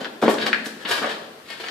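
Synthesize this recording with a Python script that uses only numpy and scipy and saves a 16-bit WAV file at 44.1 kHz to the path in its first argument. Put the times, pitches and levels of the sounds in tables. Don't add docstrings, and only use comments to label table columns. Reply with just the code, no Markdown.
import sys
import numpy as np
from scipy import signal
from scipy.fft import rfft, irfft
from scipy.io import wavfile

SR = 44100
rng = np.random.default_rng(int(sys.argv[2]) if len(sys.argv) > 2 else 0)


def bounce(signal):
    frames = np.transpose(np.atleast_2d(signal))
    limited = np.clip(frames, -1, 1)
    pcm = np.round(limited * 32767).astype(np.int16)
    wavfile.write(sys.argv[1], SR, pcm)


N = 74970

# f/Hz, relative level/dB
BOOT_COLOUR = [(40, -51), (110, -25.5), (170, -12), (230, 1), (400, 1), (750, -4.5), (1300, -13.5),
               (2500, -32), (6000, -38.5), (15000, -96)]

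BOOT_DB, SCUFF_DB, CHIP_DB, STONE_DB = 6.5, -5, 10.5, -1.5
BOOT_WET_DB, SCUFF_WET_DB, CHIP_WET_DB, STONE_WET_DB = -1.5, 6, 1.5, 2
SETTLE_DB = 2.5
CRUMBLE_DB, CRUMBLE_S = 1, 0.005
STONE_CONTACT_S = 0.00029
GRAINS_PER_S, GRAIN_SPREAD_DB = 4000, 4.5
CATCH_DB, CATCH_S = 3, 0.004
BODY_LOW_HZ, BODY_HIGH_HZ, HISS_HZ = 303, 1690, 5220
TILT_FROM_HZ = 100
AIR_DB, EARLIER_ECHO_DB, EARLIER_FADE_S = -48, -33.5, 0.17
CROSS_DB = -60
NEAR_WALLS_DB, NEAR_WALLS_S, FIRST_ECHO_S = 9.5, 0.014, 0.0019
NARROW_HZ, NARROW_WIDTH_HZ, NARROW_DB, NARROW_T60_S = 1735, 170, -12.5, 0.76
ALIKE_HZ = 546
PORT_LAG_S = 0.00003
TOP_HZ = 14400


def undb(db):
    return 10 ** (np.asarray(db) / 20)


def unit(x):
    return x / np.sqrt(np.sum(x ** 2))


def freqs():
    return np.maximum(np.arange(N + 1) * SR / (2 * N), 1)


def along(points):
    hz, value = np.array(points, float).T
    return np.interp(np.log(freqs()), np.log(hz), value)


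def octaves():
    return np.log2(np.maximum(freqs() / TILT_FROM_HZ, 1))


def above(hz):
    return 1 / (1 + (hz / freqs()) ** 4)


def colour(x, db):
    gain = unit(undb(db)) * np.sqrt(N)
    cepstrum = irfft(np.log(gain))
    cepstrum[1:N] *= 2
    cepstrum[N + 1:] = 0
    response = np.exp(rfft(cepstrum))
    return irfft(rfft(x, 2 * N) * response)[..., :N]


def place(x, start):
    return np.pad(x, (max(int(start * SR), 0), 0))[:N]


def decay(t, t60):
    return np.exp(-np.log(1000) * t / t60)


def modal_ring(modes, t):
    return sum(undb(db) * np.cos(2 * np.pi * hz * t) * decay(t, t60) for hz, db, t60 in modes)


def pair():
    mid, side = rfft(rng.standard_normal((2, 2 * N)))
    alike = 1 - above(ALIKE_HZ)
    mid = mid * np.sqrt((1 + alike) / 2)
    side = side * np.sqrt((1 - alike) / 2)
    return irfft(np.array([mid + side, mid - side]))[:, :N]


def lean(x):
    # f/Hz, level difference/dB
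    left_excess = [(300, 2.5), (800, 0), (1700, 5.5), (3800, 2.5), (7000, 1)]
    half = along(left_excess) / 2
    return irfft(rfft(x, 2 * N) * undb(np.array([half, -half])))[..., :N]


def air(t):
    # f/Hz, relative level/dB
    air_colour = [(25, -21), (60, -18), (120, -2.5), (300, -1.5), (600, -6), (1100, -3.5), (1700, -2.5),
                  (3000, -6), (4500, -8.5), (6500, -15), (14000, -18)]
    hiss = colour(pair(), along(air_colour))
    earlier = colour(pair(), along(BOOT_COLOUR)) * np.exp(-t / EARLIER_FADE_S)
    return undb(AIR_DB) * hiss + undb(EARLIER_ECHO_DB) * earlier


def tunnel(t):
    # f/Hz, t60/s
    tunnel_decay = [(150, 1.83), (400, 1.306), (1000, 0.95), (2000, 0.59), (4000, 0.8), (8000, 0.72),
                    (14000, 0.069)]
    bands = []
    for centre, t60 in tunnel_decay:
        bands.append((along([(hz, hz == centre) for hz, _ in tunnel_decay]), t60))
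    narrow = np.exp(-((freqs() - NARROW_HZ) / NARROW_WIDTH_HZ) ** 2)
    bands.append((undb(NARROW_DB) * narrow, NARROW_T60_S))
    noise = rfft(pair(), 2 * N)
    tail = sum(irfft(noise * band)[:, :N] * decay(t, t60) for band, t60 in bands)
    scatter = 1 + undb(NEAR_WALLS_DB) * np.exp(-t / NEAR_WALLS_S)
    onset = np.minimum(t / FIRST_ECHO_S, 1) ** 2
    return unit(tail * scatter * onset)


def echoes(sounds, t, count):
    out = 0
    for k in range(count):
        sent = sum(sounds[k::count])
        out = out + signal.fftconvolve(sent[None], tunnel(t), axes=1)[:, :N]
    return out


def boom(x, t):
    cross_hz = (171.8, 220.4, 336, 446.6, 558.6, 663.8)
    # relative level/dB, t60/s
    cross_ring = [(0, 0.85), (2, 1.), (-5.5, 0.26), (6, 0.25), (-5, 0.26), (1.5, 0.52)]
    modes = [(hz, db, t60) for hz, (db, t60) in zip(cross_hz, cross_ring)]
    return undb(CROSS_DB) * signal.fftconvolve(x, modal_ring(modes, t))[:N]


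def stone(t):
    # t/s, relative level/dB
    knocks = [(.5301, 0), (0.5338, -11), (0.544, -10.5)]
    # f/Hz, relative level/dB, t60/s
    stone_modes = [(1675, -0.5, 0.0077), (1950, 1.5, 0.006), (2345, -1.5, 0.0059), (4220, -12, 0.0084)]
    ring = modal_ring(stone_modes, t) * (1 - np.exp(-t / STONE_CONTACT_S))
    band = signal.butter(3, (1290, 5700), "bandpass", fs=SR, output="sos")
    ring = signal.sosfilt(band, ring)
    return [undb(db + STONE_DB) * place(ring, start) for start, db in knocks]


def chips(t):
    # t/s, relative level/dB, brightness/(dB per octave)
    snaps = [(.0458, -19.5, -2.5), (0.0543, -21, -6.5), (0.264, -20, -2), (.2808, -16, -7),
             (0.289, -19.5, -0.5), (0.3048, -22, -4.5), (0.3415, -22.5, 9), (0.384, -18.5, -4.5),
             (0.4664, -12.5, -0.5), (.474, -15.5, -5.5), (0.6584, -19, 3), (0.914, -16, -3),
             (0.9206, -15, 0), (1.031, -17.5, -11), (1.638, -23, -6.5), (1.685, -21.5, 2.5)]
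    # f/Hz, relative level/dB
    chip_colour = [(100, -61.5), (600, -15.5), (1200, -4), (1700, 8), (2300, 0.5), (3300, 5.5), (4600, -2),
                   (6000, -11), (14000, -43)]
    out = []
    for start, db, bright_db in snaps:
        crumble = unit(rng.standard_normal(N) * np.exp(-t / CRUMBLE_S))
        snap = (t == 0) + undb(CRUMBLE_DB) * crumble
        tone = along(chip_colour) + bright_db * octaves()
        out.append(undb(db + CHIP_DB) * place(colour(snap, tone), start))
    return out


def catches(t):
    return undb(CATCH_DB * np.interp(t / CATCH_S, np.arange(N), rng.standard_normal(N)))


def scuffs(t):
    # start t/s, attack/s, hold/s, release/s, relative level/dB, body/dB, hiss/dB
    slides = [(-.03, 0.0079, 0.046, 0.026, -36, -6, -7), (0.216, 0.00091, 0.0082, 0.031, -22.5, 5.5, 0),
              (0.286, 0.011, 0.0048, 0.03, -21.5, 16.5, 12.5),
              (0.366, 0.048, 0.013, 0.016, -26, -11, -14.5), (0.45, 0.014, 0.021, 0.0053, -22.5, 1, -2),
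              (0.634, 0.019, 0.015, 0.055, -39.5, -2, 14), (0.793, 0.0092, 0.023, 0.02, -37, 0, -3),
              (0.849, 0.001, 0.0085, 0.011, -25.5, -7, -25), (0.859, 0.05, 0.013, 0.064, -21.5, 2, 2),
              (0.964, 0.0065, 0.008, 0.011, -28, -1, -5), (1.02, 0.0055, 0.018, 0.023, -25, 9, -33),
              (1.057, 0.005, 0.054, 0.035, -32, -4, -9), (1.44, 0.065, 0.025, 0.065, -36.5, -5.5, -5.5),
              (1.595, 0.0058, 0.012, 0.013, -33.5, -8.5, -5), (1.631, 0.0064, 0.047, 0.0091, -33, -0.5, -7)]
    # f/Hz, relative level/dB
    grit_colour = [(45, -47), (140, -17.5), (250, -5), (450, 0.5), (1050, -1), (1720, 2), (2150, -4),
                   (3100, -1.5), (4700, -5.5), (5700, -13.5), (9000, -16.5), (14000, -20.5)]
    body = above(BODY_LOW_HZ) * (1 - above(BODY_HIGH_HZ))
    out = []
    for start, attack, hold, release, db, body_db, hiss_db in slides:
        spread = np.minimum(rng.exponential(size=N), 4)
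        sizes = rng.choice([-1, 1], N) * undb(GRAIN_SPREAD_DB * spread)
        fractures = rng.random(N) < GRAINS_PER_S / SR
        grains = unit(sizes * catches(t) * fractures) * np.sqrt(N)
        rise = np.clip((t - start) / max(attack, .001), 0, 1)
        fall = np.exp(-np.maximum(t - start - attack - hold, 0) / max(release, .002))
        tone = along(grit_colour) + body_db * body + hiss_db * above(HISS_HZ)
        out.append(undb(db + SCUFF_DB) * colour(grains * rise * fall, tone))
    return out


def boots(t):
    # t/s, relative level/dB, hardness/(dB per octave), settling time constant/s (1 ms or more)
    blows = [(0.014, -16, -4, 0.00086), (0.2231, -4.5, -2, 0.0028), (0.2264, 2, 0, 0.004),
             (0.236, 1.5, -0.5, 0.0076), (0.254, -2, -.5, 0.012), (0.2802, 3, 1, 0.0039),
             (0.2857, -3, -1.5, 0.0081), (0.2964, -5, -0.5, 0.012), (.667, -13.5, -3, 0.011),
             (1.018, -13.5, 2, 0.0046), (1.027, -13.5, 3.5, 0.012), (1.063, -20, 6.5, 0.002),
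             (1.601, -20.5, 3, 0.016)]
    out = []
    for start, db, hard_db, settle in blows:
        rumble = unit(rng.standard_normal(N) * np.exp(-t / max(settle, .001)))
        push = (t == 0) + undb(SETTLE_DB) * rumble
        tone = along(BOOT_COLOUR) + hard_db * octaves()
        out.append(undb(db + BOOT_DB) * place(colour(push, tone), start))
    return out


def scene():
    t = np.arange(N) / SR
    blows = boots(t)
    sources = [(blows, BOOT_WET_DB), (scuffs(t), SCUFF_WET_DB),
               (chips(t), CHIP_WET_DB), (stone(t), STONE_WET_DB)]
    direct = sum(sum(sounds) for sounds, _ in sources)
    sent = [undb(wet_db) * x for sounds, wet_db in sources for x in sounds]
    near = np.array([direct, place(direct, PORT_LAG_S)])
    return lean(near + echoes(sent, t, count=5) + boom(sum(blows), t) + air(t))


def record(dry):
    low_pass = signal.ellip(8, .2, 70, TOP_HZ, fs=SR, output="sos")
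    return signal.sosfilt(low_pass, np.clip(dry, -1, 1))


dry = scene()
out = record(dry)
bounce(out)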